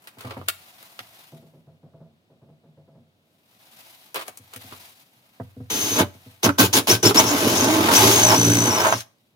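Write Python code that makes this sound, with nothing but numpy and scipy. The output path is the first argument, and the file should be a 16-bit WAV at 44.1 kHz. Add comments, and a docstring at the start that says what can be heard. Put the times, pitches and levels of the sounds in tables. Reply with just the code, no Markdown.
"""Cloth brushes and a tape measure rattles first, close by in the quiet air of a small bare room.
The tape clacks, hands and tools boom on a hollow plasterboard wall, and a level's stand hums as it is nudged.
Then a cordless drill bites in short trigger pulls and bores through, its bit wobbling.
Coloured noise makes cloth, clacks and rasp; resonators make wall and stand; tone banks make motor and gears.
The stereo microphone also hears echoes off close walls and a short diffuse tail."""
import sys
import numpy as np
from scipy import signal
from scipy.fft import rfft, irfft, next_fast_len
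from scipy.io import wavfile

SR = 44100
rng = np.random.default_rng(int(sys.argv[2]) if len(sys.argv) > 2 else 0)


def put_to_file(sound):
    """Save the sound as 16-bit audio at rate SR, in the file named by the first command-line argument."""
    columns = np.atleast_2d(sound).T  # one column per channel
    safe = np.clip(columns, -1, 1)
    whole_steps = np.round(safe * 32767)
    wavfile.write(sys.argv[1], SR, whole_steps.astype(np.int16))


N = 412335
TIME = np.arange(N) / SR


def from_db(db):
    """Decibels to an amplitude factor."""
    return 10 ** (np.asarray(db) / 20)


def rms(x):
    """Root mean square, kept above zero."""
    return np.sqrt(np.mean(x ** 2) + 1e-20)


def decay_rate(t60):
    """Exponential rate of a fall by 60 dB in t60."""
    return np.log(1000) / t60


def in_time(rows):
    """Each column of a curve, sample by sample."""
    s, *columns = np.transpose(rows)
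    return [np.interp(TIME, s, c) for c in columns]


def at_hz(points, hz):
    """A spectrum read on a log-frequency axis."""
    point_hz, point_db = np.transpose(points)
    return np.interp(np.log(hz + 1), np.log(point_hz), point_db)


def drift(rate):
    """Smooth chance: straight lines between random knots of spread 1, rate knots a second."""
    knots = rng.standard_normal(4 * 4096)
    return np.interp(TIME * rate, np.arange(len(knots)), knots)


def gate(on, off, rise, t60):
    """An envelope that sets in, holds and runs down."""
    setting_in = np.minimum(TIME - on, 0) / rise
    running_down = decay_rate(t60) * np.maximum(TIME - off, 0)
    return np.exp(np.maximum(setting_in - running_down, -np.log(1e12)))


def swell(s, half_s, squareness=1.61):
    """A rounded hump of height 1."""
    return np.exp(-np.minimum(np.abs((TIME - s) / half_s), 10) ** squareness)


def blows(times, levels_db, t60, rise):
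    """An envelope that jumps at each blow and dies away."""
    out, age = np.zeros(N + SR), np.arange(SR) / SR
    for s, db, decay in zip(times, levels_db, np.broadcast_to(t60, len(times))):
        at = max(int(s * SR), 0)
        out[at:at + SR] += from_db(db) * np.exp(-decay_rate(decay) * age) * (1 - np.exp(-age / rise))
    return out[:N]


# stereo spread at the microphone: (frequency [Hz], side minus mid [dB])
SIDE_OVER_MID = [(80, -30.5), (300, -5), (650, -15), (1200, 3.5), (2500, 5.5), (6000, -3.5), (14000, -2.5)]
# stereo balance at the microphone: (frequency [Hz], left minus right [dB])
LEFT_OVER_RIGHT = [(100, -1), (350, -0.5), (700, -2.5), (1400, -2), (2800, 1.5), (5500, 3), (14000, 5)]


def noise(spectrum):
    """Stereo noise of one colour, alike at both ears in the bass and diffuse above; mid rms 1."""
    size = next_fast_len(N, real=True)
    hz = np.arange(size // 2 + 1) * SR / size
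    bass_cut = hz ** 2 / (hz ** 2 + 60 ** 2)
    mid, side = rfft(rng.standard_normal((2, size))) * from_db(at_hz(spectrum, hz)) * bass_cut
    sign = np.array([[1], [-1]])   # left, right
    ears = mid + sign * side * from_db(at_hz(SIDE_OVER_MID, hz))
    pair = irfft(ears * from_db(sign * at_hz(LEFT_OVER_RIGHT, hz) / 2), size)[:, :N]
    return pair / rms(pair.mean(axis=0))


def resonate(x, modes):
    """Parallel resonances (frequency [Hz], width [Hz], level [dB]) of alternating sign."""
    out = 0
    for k, (hz, width, db) in enumerate(modes):
        r = np.exp(-np.pi * width / SR)   # pole radius
        gain = (1 - r * r) / 2
        poles = [1, -2 * r * np.cos(2 * np.pi * hz / SR), r * r]
        out = out + (-1) ** k * from_db(db) * signal.lfilter([gain, 0, -gain], poles, x + 1e-18)
    return out


# echoes off the corner and the arm: (delay [s], level [dB])
CORNER_ECHOES = [(.0013, -22.5), (.0031, -16.5), (.0058, -13.5), (.0094, -10), (.0147, -12.5)]


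def corner(x):
    """Close walls return a few echoes, a little apart at each ear, that comb the spectrum."""
    out = np.array(x)
    for k, (delay, db) in enumerate(CORNER_ECHOES):
        for ear in (0, 1):
            lag = max(int((delay + 0.00019 * ear * (-1) ** k) * SR), 1)
            out[ear, lag:] += from_db(db) * x[ear, :-lag]
    return out


ROOM_T60_S = .32


def room(x, wet_db):
    """Adds a short diffuse tail from the bare walls."""
    age = TIME[:SR // 2]
    tail = rng.standard_normal((2, len(age))) * np.exp(-decay_rate(ROOM_T60_S) * age)
    tail *= age > .004   # the tail waits 4 ms
    tail /= np.sqrt(np.sum(tail ** 2) / 2)
    return x + from_db(wet_db) * signal.fftconvolve(np.broadcast_to(x, (2, N)), tail, axes=1)[:, :N]


# spectrum of the quiet air: (frequency [Hz], relative density [dB per Hz])
AIR_SPECTRUM = [(40, -16), (120, 0), (260, -5), (420, -12), (630, -11), (1100, -23), (1800, -28),
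                (3800, -25), (7000, -35), (16000, -36)]


def air():
    """The room's quiet air is steady coloured noise."""
    return from_db(-67) * noise(AIR_SPECTRUM)


# brushes of sleeves and gloves: (start [s], end [s], relative swish [dB], relative crispness [dB])
BRUSH_MOVES = [(0.01, 0.4, -73, -83.5), (0.614, 1.237, -67, -70.5), (3.699, 3.866, -68, -71.5),
               (3.913, 4.002, -77, -73.5), (4.213, 4.34, -78, -100), (4.627, 4.806, -63.5, -65.5),
               (4.892, 4.908, -85, -81), (5.32, 5.694, -75.5, -82), (6.208, 6.307, -68.5, -72.5),
               (9.198, 9.221, -100, -88)]
# dull and crisp sides of the cloth: (frequency [Hz], relative density [dB per Hz])
SWISH_SPECTRUM = [(60, -18), (110, -9), (260, -7.5), (450, -11.5), (750, -1.5), (1300, -10), (2500, -13.5),
                  (4500, -28.5)]
CRISP_SPECTRUM = [(1180, -39), (2000, -13), (3810, -6.5), (8120, -14), (10400, -10.5), (13200, -10.5),
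                  (15200, -9), (16000, -27.5)]
BRUSH_RISE_S, BRUSH_T60_S = 0.16, 1


def sleeves(flutter_db=2.5):
    """Cloth brushes as the arms move: dull and crisp noise, fluttering together."""
    moves = np.array([gate(start, end, BRUSH_RISE_S, BRUSH_T60_S) for start, end, *_ in BRUSH_MOVES])
    swish, crisp = from_db(np.transpose(BRUSH_MOVES)[2:]) @ moves
    cloth = from_db(6.0) * swish * noise(SWISH_SPECTRUM)
    cloth = cloth + from_db(13.0) * crisp * noise(CRISP_SPECTRUM)
    return corner(cloth * from_db(flutter_db * drift(140)))


PATTER_TAPS_PER_S, PATTER_SPREAD_DB, PATTER_TAP_T60_S = 300, 4.5, 0.068


def patter():
    """Quick taps of uneven strength, as an envelope of rms 1."""
    taps = (rng.random(N) < PATTER_TAPS_PER_S / SR) * from_db(PATTER_SPREAD_DB * rng.standard_normal(N))
    envelope = signal.lfilter([1], [1, -np.exp(-decay_rate(PATTER_TAP_T60_S) / SR)], taps + 1e-18)
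    return envelope / rms(envelope)


# stretches of patter: the tape's blade rattles as it slides, except at 0.481 s,
# where a brief grain only surrounds the clack: (start [s], length [s], body [dB], clack [dB], tick [dB])
PATTERS = [(0.021, 0.039, -62, -62, -58), (0.185, 0.084, -51, -51.5, -52.5), (0.241, 0.15, -49, -58, -79),
           (0.481, 0.0091, -53, -47, -53), (4.149, 0.035, -40.5, -42, -56),
           (4.19, 0.091, -53.5, -53.5, -51.5), (4.53, 0.018, -55, -54, -61),
           (4.708, 0.027, -53, -51.5, -64)]
# clacks of the tape measure and tools: (time [s], body [dB], clack [dB], tick [dB], ring t60 [s])
TOOL_CLACKS = [(.072, -57, -49, -50, 0.1), (.208, -64, -52, -52, 0.047), (0.308, -39.5, -45, -66, 0.049),
               (0.414, -47, -62, -75, 0.057), (0.4846, -40, -25, -24.5, 0.05),
               (0.827, -57, -53, -51, 0.032), (.9, -63, -69, -61, .06), (0.9911, -45.5, -37.5, -55, 0.028),
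               (4.144, -38.5, -45, -36, .04), (4.158, -41, -43, -37.5, .06), (4.28, -47, -47, -39.5, 0.034),
               (4.373, -59, -58, -42.5, 0.044), (4.536, -52, -52, -46, 0.057),
               (4.561, -61, -47.5, -41, 0.038), (4.724, -45, -62, -66, 0.051), (5.7, -55, -48, -52, 0.073),
               (9.006, -61, -45, -43, 0.059)]
# spectra of body, clack and tick, one list each: (frequency [Hz], relative density [dB per Hz])
CLACK_SPECTRA = [
    [(150, -27.5), (400, 0.5), (900, -4), (1200, -1.5), (2000, -45)],
    [(700, -21.5), (1200, 0.5), (1800, -2.5), (2800, -1), (4500, -3.5), (7000, -17.5)],
    [(3000, -21), (5500, -2), (10000, 3.5), (16000, -1.5)],
]
CLACK_RISE_S, PATTER_END_T60_S = 0.00097, 0.18


def clacks(crack_t60=0.018, crack_db=7):
    """Hard things snap with a sharp crack and dense short ring; quick taps patter in the same bands."""
    s, *levels, t60 = np.transpose(TOOL_CLACKS)
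    stretches = np.array([gate(start, start + length, CLACK_RISE_S, PATTER_END_T60_S)
                          for start, length, *_ in PATTERS])
    patters = from_db(np.transpose(PATTERS)[2:]) @ stretches * patter()
    out = 0
    for spectrum, db, taps in zip(CLACK_SPECTRA, levels, patters):
        ring = blows(s, db, t60, CLACK_RISE_S)
        crack = blows(s, db + crack_db, crack_t60, rise=0.00017)
        out = out + noise(spectrum) * (ring + crack + taps)
    return room(corner(out), wet_db=-16)


# knocks on the wall: (time [s], relative boom [dB], relative scuff [dB])
WALL_KNOCKS = [(.171, -54, -45.5), (0.246, -38.5, -32.5), (.27, -43, -54), (.323, -65, -48),
               (.367, -43, -28.5), (.389, -42.5, -55), (1, -59.5, -50), (4.163, -65, -33),
               (4.284, -62, -36), (4.394, -54.5, -68), (4.56, -50, -66), (4.643, -52.5, -66),
               (4.716, -49.5, -55), (5.399, -35.5, -30.5), (5.567, -43, -59), (5.602, -40.5, -46),
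               (6.147, -52, -57), (6.263, -47.5, -65)]
# modes of the wall: (frequency [Hz], relative level [dB], t60 [s])
WALL_MODES = [(94, -1, 0.46), (113.3, 6, 0.25), (143, -2.5, 0.19), (192, -3.5, 0.18), (256, 5, 0.15),
              (300, -4.5, 0.085), (395, -5.5, 0.076), (492, -6.5, 0.25), (630, -9.5, .1)]
# the scuff on the surface: (frequency [Hz], relative density [dB per Hz])
SCUFF_SPECTRUM = [(180, -32), (320, 1), (750, 8), (1100, -6.5), (1600, -9), (2500, -27.5), (5000, -42)]


def knocks():
    """Hands and tools bump the wall, which booms in its modes under a brief scuff."""
    s, boom_db, scuff_db = np.transpose(WALL_KNOCKS)
    boom = np.zeros(N)
    strengths_db = rng.normal(0, 2, (len(s), len(WALL_MODES)))   # each knock excites the modes unevenly
    for k, (hz, db, t60) in enumerate(WALL_MODES):
        taps = np.zeros(N)
        taps[(s * SR).astype(int)] = from_db(boom_db + db + strengths_db[:, k])
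        r, w = np.exp(-decay_rate(t60) / SR), 2 * np.pi * hz / SR
        boom += (-1) ** k * signal.lfilter([0, np.sin(w)], [1, -2 * r * np.cos(w), r * r], taps + 1e-18)
    scuffs = corner(noise(SCUFF_SPECTRUM) * blows(s, scuff_db, t60=0.041, rise=0.0024))
    return room(from_db(0.5) * boom + from_db(3.5) * scuffs, wet_db=-18.0)


# nudges of the stand: (time [s], relative level [dB])
STAND_NUDGES = [(1.319, -45), (1.42, -53), (1.533, -52), (1.669, -51), (1.829, -49.5), (1.934, -50.5),
                (2.002, -50), (2.298, -53.5), (2.416, -53), (2.485, -55), (2.634, -54.5), (2.77, -53),
                (2.875, -53), (2.95, -54)]
# the stand's resonances: (frequency [Hz], width [Hz], relative level [dB])
STAND_MODES = [(93, 2, -1.5), (154.2, 11.7, 4), (228.5, 10, -4.5), (243, 28, -9), (367, 39, -13),
               (505, 180, -17), (664, 21, -9), (705, 4200, -18)]


def stand(soft_hz=780):
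    """Each nudge is a short dull rub that sets the stand humming."""
    s, level_db = np.transpose(STAND_NUDGES)
    low_pass = signal.butter(4, soft_hz, fs=SR, output="sos")
    rub = signal.sosfilt(low_pass, rng.standard_normal(N))
    push = blows(s, level_db, t60=0.33, rise=0.0015)
    hum = from_db(5.5) * resonate(rub * push, STAND_MODES) / rms(resonate(rub, STAND_MODES))
    return room(hum, wet_db=-13)


# short pulls of the trigger:
# (on [s], bit bites [s], off [s], motor [dB], wall boom at the bite [dB], rasp at the bite [dB])
TRIGGER_PULLS = [(5.703, 6.011, 6.004, -33.5, -16.5, -18), (6.432, 6.474, 6.45, -28.5, -11.5, -17.5),
                 (6.585, 6.606, 6.655, -28, -17, -21.5), (6.731, 6.779, 6.777, -25.5, -21, -25.5),
                 (6.873, 6.908, 6.95, -29.5, -20, -23), (7.03, 7.063, 7.1, -31, -15.5, -21.5),
                 (7.146, 7.196, 7.205, -30.5, -20.5, -17.5)]
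# the gears sing out as the load changes:
# (start [s], end [s], from [Hz], to [Hz], relative level [dB], purity [0-1])
WHINE_BURSTS = [(5.704, 6.002, 6123, 6170, -31, 0.9), (6.438, 6.452, 6223, 6016, -19, .45),
                (6.593, 6.601, 5705, 6296, -16, 0.25), (6.736, 6.75, 6190, 6370, -17, 0.55),
                (6.9, 6.92, 5300, 6230, -17, 0.88), (6.93, 6.942, 5800, 5290, -22, .4),
                (7.032, 7.042, 6000, 5690, -20, 0.54), (7.057, 7.075, 5250, 5520, -15.5, 0.92),
                (7.174, 7.2, 5280, 6250, -16, .9), (7.266, 7.314, 5500, 6962, -29.5, 0.4),
                (7.577, 7.582, 6257, 6356, -22, 0.45), (7.608, 7.613, 6345, 6284, -25, .5),
                (7.641, 7.645, 6400, 6320, -23.5, .5), (7.958, 7.97, 5550, 6080, -16.5, .92),
                (8.23, 8.276, 6200, 6100, -25, .92)]
TRIGGER_RISE_S, RUN_DOWN_T60_S = 0.0016, 0.097
WHINE_RISE_S, WHINE_FADE_T60_S = .005, 0.037
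CUT_T60_S = 0.19   # after a short pull the cut dies away more slowly than the motor
BITE_HALF_S, BITE_STRAIN_DB = 0.0334, 6.5   # the motor grows louder as the bit bites
IDLE_BOOM_DB, IDLE_RASP_DB = .5, -5.5   # a bit that only skims the wall, relative to the motor
BORE_ON_S, BREAKTHROUGH_S, BORE_OFF_S = 7.22, 8.95, 9.005   # the long pull


def short_pulls():
    """Gains of boom, rasp, whine and whirr: each pull starts the motor, bites once and lets bursts of whine out."""
    boom = rasp = whirr = 0
    powered = gate(BORE_ON_S, BORE_OFF_S, TRIGGER_RISE_S, RUN_DOWN_T60_S)
    for on, bite_s, off, motor_db, boom_db, rasp_db in TRIGGER_PULLS:
        running = gate(on, off, TRIGGER_RISE_S, RUN_DOWN_T60_S)
        cutting = gate(on, off, TRIGGER_RISE_S, CUT_T60_S)
        bite = swell(bite_s, BITE_HALF_S)
        boom = boom + cutting * (from_db(motor_db + IDLE_BOOM_DB) + from_db(boom_db) * bite)
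        rasp = rasp + cutting * (from_db(motor_db + IDLE_RASP_DB) + from_db(rasp_db) * bite)
        powered = np.maximum(powered, running)
        whirr = whirr + running * from_db(motor_db + BITE_STRAIN_DB * bite)
    bursts = [from_db(db) * gate(start, end, WHINE_RISE_S, WHINE_FADE_T60_S)
              for start, end, _, _, db, _ in WHINE_BURSTS]
    whine = powered * np.max(bursts, axis=0)
    return np.array([boom, rasp, whine, whirr])


# steadiness of the gears in the long pull: (time [s], purity of the whine [0-1])
GEAR_PURITY = [(7.33, .3), (7.45, 0.24), (7.6, 0.35), (7.8, 0.35), (7.92, .1), (7.965, .85), (8.04, .7),
               (8.2, 0.82), (8.3, .68), (8.355, .68), (8.38, 0.96), (8.92, 0.85), (8.98, .25)]
# the motor labours when the bit binds and races when it comes free:
# (time [s], length [s], change of the whine [Hz])
LOAD_SWINGS = [(7.731, .2, 449.5), (7.949, .021, -1300), (8.16, .15, 262), (8.325, 0.075, -700),
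               (8.719, .036, -580), (8.791, 0.049, -850), (8.89, 0.076, 400)]
WHINE_HZ, SWING_SQUARENESS = 6128, 3.0   # whine before the swings
EASE_OFF_S, SLOW_DOWN_HZ_PER_S = 8.922, 26000   # the trigger is let go and the motor slows


def motor_speed():
    """Pitch and purity of the whine: it glides in each burst, swings with the load and falls away at the end."""
    swings = sum(change_hz * swell(s, length / 2, SWING_SQUARENESS) for s, length, change_hz in LOAD_SWINGS)
    slowing = SLOW_DOWN_HZ_PER_S * np.maximum(TIME - EASE_OFF_S, 0)
    hz = np.maximum(WHINE_HZ + swings - slowing, 0)
    purity, = in_time(GEAR_PURITY)
    for start, end, from_hz, to_hz, _, pure in WHINE_BURSTS:
        inside = (TIME > start - WHINE_RISE_S) & (TIME < end + 2 * WHINE_RISE_S)
        hz = np.where(inside, np.interp(TIME, [start, end], [from_hz, to_hz]), hz)
        purity = np.where(inside, pure, purity)
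    return hz, purity


# gear tones: (multiple of the whine, level running free [dB], level under load [dB], smear [Hz])
TOOTH_TONES = [(1, 0, 0, 30), (1.0075, -7, -26, 40), (1.038, -4, -20, 40), (1.31, -32, -11, 60),
               (1.5, -30, -21, 120), (1.925, -3, -21, 130), (2.42, -15, -15, 200)]
# hiss of unsteady gears: (frequency [Hz], relative density [dB per Hz])
GEAR_HISS_SPECTRUM = [(3500, -43.5), (5000, -12), (5450, -3), (5850, -8.5), (6300, 0), (6800, -16.5),
                      (8000, -34)]


def gears(whine_hz, purity, load, wobble, jitter=0.0045, lag_s=.00004):
    """Tooth tones give way to hiss as purity falls; they flutter less when the bit wobbles."""
    unsteady_hz = whine_hz * (1 + jitter * (0.066 + load) * drift(500))
    phase = 2 * np.pi * np.cumsum(unsteady_hz) / SR
    phase = np.array([phase, phase + 2 * np.pi * whine_hz * lag_s])
    flutter_db = 3 - 2 * wobble
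    tones = 0
    for multiple, free_db, loaded_db, smear_hz in TOOTH_TONES:
        level = from_db(free_db + load * (loaded_db - free_db) + flutter_db * drift(70))
        smear = 2 * np.pi * np.cumsum(smear_hz * drift(900)) / SR
        tones = tones + level * np.sin(multiple * phase + smear)
    purity = np.clip(purity, 0, 1)
    singing = from_db(5.5) * purity * tones * from_db([[1.2], [-1.2]])
    return singing + from_db(-3.5) * np.sqrt(1 - purity ** 2) * noise(GEAR_HISS_SPECTRUM)


# the board under the bit: (frequency [Hz], width [Hz], relative level [dB])
BOARD_MODES = [(93, 8.9, 3), (114.8, 11.7, 6), (183.6, 32, 0), (237.3, 44.6, 2.5), (288.6, 39, 2.5),
               (372, 69, 1.5), (464.4, 66, -1), (585.4, 11, -3.5)]


def board(boom, wobble, catch, grain_db=2.5, chatter_hz=312):
    """Crumbling plaster, a chattering edge and the catching bit shake the hollow wall."""
    crumbs = rng.standard_normal(N) * (rng.random(N) < 2500 / SR)
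    crumbs = crumbs * from_db(grain_db * rng.exponential(1, N))
    unsteady_hz = chatter_hz * (1 + .1 * drift(9) + 0.0963 * drift(150))
    chatter = np.sin(2 * np.pi * np.cumsum(unsteady_hz) / SR) * from_db(3 * drift(25))
    crumbs, chatter, catch = (x / rms(resonate(x, BOARD_MODES)) for x in (crumbs, chatter, catch))
    force = np.sqrt(1 - wobble ** 2) * (0.85 * crumbs + 0.38 * chatter) + 0.64 * wobble * catch
    return resonate(boom * force, BOARD_MODES)


def aside(x, lean_db=1.0, lag_s=0.00019):
    """A sound from the hole: a little later and weaker on the left."""
    return np.array([np.interp(TIME - lag_s, TIME, x) * from_db(-lean_db), x * from_db(lean_db)])


def rings(modes, shift_db, wander):
    """Resonances that swell, fade and bend in turn as the drill leans in its hole."""
    out = 0
    for hz, width, db in modes:
        grain = .5 * rng.standard_normal((2, N)) + aside(rng.standard_normal(N))
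        ring = resonate(grain, [(hz, width, 0)])
        bent = np.cumsum(1 + wander * drift(12)) / SR   # uneven playing time bends the pitch
        ring = np.array([np.interp(bent, TIME, ear) for ear in ring])
        out = out + ring / rms(ring) * from_db(db + shift_db * drift(18))
    return out


# the bit snatches in the short pulls, plaster cracks away in the long one: (time [s], relative level [dB])
SNATCHES_AND_CRACKS = [(6.462, -15), (6.49, -13), (7.049, -17), (7.109, -16.5), (7.885, -9), (7.914, -11),
                       (8.847, -11), (8.857, -16), (8.867, -10.5), (8.924, -10)]
# the burst of both: (frequency [Hz], relative density [dB per Hz])
BURST_SPECTRUM = [(150, -21.5), (400, -7.5), (950, 3), (1300, -1.5), (2000, -14.5), (4000, -20.5),
                  (16000, -32)]


def snatches_and_cracks(t60=0.036, rise=0.001):
    """The bit snatches in the short pulls and plaster cracks away in the long one: short bursts of noise."""
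    s, db = np.transpose(SNATCHES_AND_CRACKS)
    return noise(BURST_SPECTRUM) * blows(s, db, t60, rise)


# the cutting edge groans: (start [s], end [s], from [Hz], to [Hz], relative level [dB])
EDGE_GROANS = [(6.489, 6.503, 301.4, 278.7, -17), (6.598, 6.62, 241.6, 306, -15.5),
               (7.106, 7.113, 337.4, 431.5, -20), (7.158, 7.18, 259, 400, -18.5),
               (7.308, 7.361, 289.5, 291.9, -23), (7.411, 7.452, 270, 295.4, -27),
               (7.624, 7.715, 255, 304.8, -21), (7.726, 7.858, 314.8, 335, -24.5),
               (7.886, 7.896, 930, 957, -19.5), (8.03, 8.151, 384.7, 410.4, -24.5),
               (8.277, 8.351, 852, 876, -24.5)]


def chattering(rise_s=.006, t60=.08, jitter=0.03995, flutter_db=2, overtone_db=-13):
    """The cutting edge sticks and slips in a rough groan of three harmonics."""
    hz, level = np.full(N, 300.), 0
    for start, end, from_hz, to_hz, db in EDGE_GROANS:
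        hz = np.where(TIME > start - rise_s, np.interp(TIME, [start, end], [from_hz, to_hz]), hz)
        level = np.maximum(level, from_db(db) * gate(start, end, rise_s, t60))
    phase = 2 * np.pi * np.cumsum(hz * (1 + jitter * drift(200))) / SR
    groan = sum(from_db(overtone_db * k) * np.sin((k + 1) * phase) for k in range(3))
    return aside(np.sqrt(2) * level * groan * from_db(flutter_db * drift(80)), lean_db=1)


# the cutting during the long pull, before trim: (time [s], wall boom [dB], rasp [dB])
LONG_CUT = [(7.25, -30, -31), (7.32, -33.5, -25.5), (7.394, -28, -26.5), (7.422, -21, -28.5),
            (7.606, -25, -27), (7.656, -24, -25.5), (7.88, -25.5, -24.5), (8.046, -19, -20),
            (8.11, -24.5, -27.5), (8.336, -20, -20.5), (8.368, -21, -29.5), (8.476, -14, -31),
            (8.826, -30.5, -25), (8.854, -32.5, -22), (8.94, -31, -32)]
# the drill during the long pull, before trim: (time [s], motor [dB], whine [dB])
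LONG_DRIVE = [(7.27, -37.5, -31.5), (7.384, -34, -35), (7.56, -33.5, -27.5), (7.9, -36.5, -38.5),
              (7.944, -25, -22), (8.078, -26, -24), (8.256, -31, -23.5), (8.6, -36.5, -25.5),
              (8.92, -42.5, -33.5), (8.99, -46, -39.5)]
BOOM_TRIM_DB, RASP_TRIM_DB, MOTOR_TRIM_DB, WHINE_TRIM_DB = 1.33, 2, 2.5, 1


def long_pull():
    """Gains of boom, rasp, whine and whirr: the cut ends at the breakthrough, the motor a moment later."""
    boom_db, rasp_db = in_time(LONG_CUT)
    motor_db, whine_db = in_time(LONG_DRIVE)
    cutting = gate(BORE_ON_S, BREAKTHROUGH_S, TRIGGER_RISE_S, RUN_DOWN_T60_S)
    running = gate(BORE_ON_S, BORE_OFF_S, TRIGGER_RISE_S, RUN_DOWN_T60_S)
    return np.array([cutting * from_db(boom_db + BOOM_TRIM_DB), cutting * from_db(rasp_db + RASP_TRIM_DB),
                     running * from_db(whine_db + WHINE_TRIM_DB), running * from_db(motor_db + MOTOR_TRIM_DB)])


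# the bit catches once a turn: (time [s], wobble [0-1])
BIT_WOBBLE = [(7.2, 0.02), (8.19, 0.08), (8.235, 0.85), (8.275, .8), (8.3, .25), (8.355, 0.34),
              (8.39, 0.93), (8.62, 0.93), (8.68, 0.25)]
# rasp of the cut and whirr of the motor: (frequency [Hz], relative density [dB per Hz])
RASP_SPECTRUM = [(300, -8.5), (520, -1), (630, -1.5), (730, -2), (860, 3.5), (1100, -0.5), (1400, -11),
                 (2000, -12), (3500, -17), (8000, -27)]
WHIRR_SPECTRUM = [(100, -18.5), (250, 5), (900, 4.5), (2000, 1.5), (3600, 8), (5000, 5.5), (7000, 7.5),
                  (8500, -5.5), (9700, 5), (12000, 4.5), (13500, 2.5), (15200, -5.5), (16500, -29)]
# rings of the steel bit and the hole's rim: (frequency [Hz], width [Hz], relative level [dB])
BIT_MODES = [(624.4, 22, -9), (854, 67, -8.5), (1050, 130, -9), (1233, 86, -14.5), (1539, 61, -9),
             (2218, 76, -16.5), (3000, 76, -14.5), (3720, 74, -18)]
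# rings of the drill's casing and chuck: (frequency [Hz], width [Hz], relative level [dB])
CASING_MODES = [(2940, 110, -15), (3580, 160, -14), (4720, 150, -18), (9450, 450, -19), (15100, 320, -10)]
WHINE_PER_ROTOR_TURN, WHINE_PER_BIT_TURN = 12, 106   # whine cycles in a turn
WOBBLE_SAG_HZ, CATCH_S = 110, 8.451   # each catch drags the whine down; time of one catch


def drill():
    """The motor whirrs, the gears whine, and the bit rasps and pounds once a turn."""
    boom, rasp, whine, whirr = short_pulls() + long_pull()
    whine_hz, purity = motor_speed()
    wobble = np.clip(in_time(BIT_WOBBLE)[0], 0, 1)
    load = np.clip(np.maximum(boom, rasp) / from_db(-25.5), 0, 1) ** 2

    angle = 2 * np.pi * np.cumsum(whine_hz) / WHINE_PER_BIT_TURN / SR
    angle = angle - np.interp(CATCH_S, TIME, angle)
    turn = np.cos(angle)   # 1 at each catch
    throb = np.exp(1.9 * wobble * turn) / np.sqrt(np.i0(3.8 * wobble))   # mean power 1 over a turn
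    judder = wobble ** 2 * np.exp(1.5 * (turn - 1)) * np.cos(5 * angle)   # the edge skips at each catch
    catch = np.exp(30 * (turn - 1)) * from_db(drift(60))   # one short shove a turn

    rotor_hz = whine_hz * (1 + 0.0144 * (0.295 + load) * drift(120)) / WHINE_PER_ROTOR_TURN
    rotor = 2 * np.pi * np.cumsum(rotor_hz) / SR
    buzz = sum((1 + drift(50) / 2) * np.sin(k * rotor + rng.uniform(0, 2 * np.pi)) for k in range(5, 11))

    grit = from_db(load * 2.16 * drift(450))   # the cutting edge chips unevenly
    scrape = from_db(-3.5) * noise(RASP_SPECTRUM)
    scrape = scrape + from_db(-2.5) * rings(BIT_MODES, shift_db=4.5, wander=.012)
    cutting = rasp * scrape * grit * throb ** 0.33
    casing = from_db(1.0) * noise(WHIRR_SPECTRUM) + rings(CASING_MODES, shift_db=3.5, wander=.012)
    motor = whirr * (casing * grit ** 1.3 * (1 + np.cos(rotor)) + from_db(-11.5) * buzz)
    sagging_hz = whine_hz - WOBBLE_SAG_HZ * wobble * turn
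    whining = whine * throb * gears(sagging_hz, purity, load, wobble)

    wall = from_db(0.5) * board(boom, wobble, catch) + boom * judder
    wall = wall * from_db([[-.8], [.8]])   # leans right
    near = room(corner(cutting + snatches_and_cracks() + motor + whining), wet_db=-20.0)
    return near + room(wall + chattering(), wet_db=-21.5)


def scene():
    """All the work, over the quiet air of the room."""
    return air() + sleeves() + clacks() + knocks() + stand() + drill()


def record(dry):
    """The microphone sheds deep bass, peaks are rounded and the top is cut above 16 kHz."""
    thin = signal.sosfilt(signal.butter(2, 60, "high", fs=SR, output="sos"), dry)
    rounded = .8 * np.tanh(thin / .8)
    return signal.sosfilt(signal.ellip(10, .2, 80, 16000, fs=SR, output="sos"), rounded)


dry = scene()
out = record(dry)
put_to_file(out)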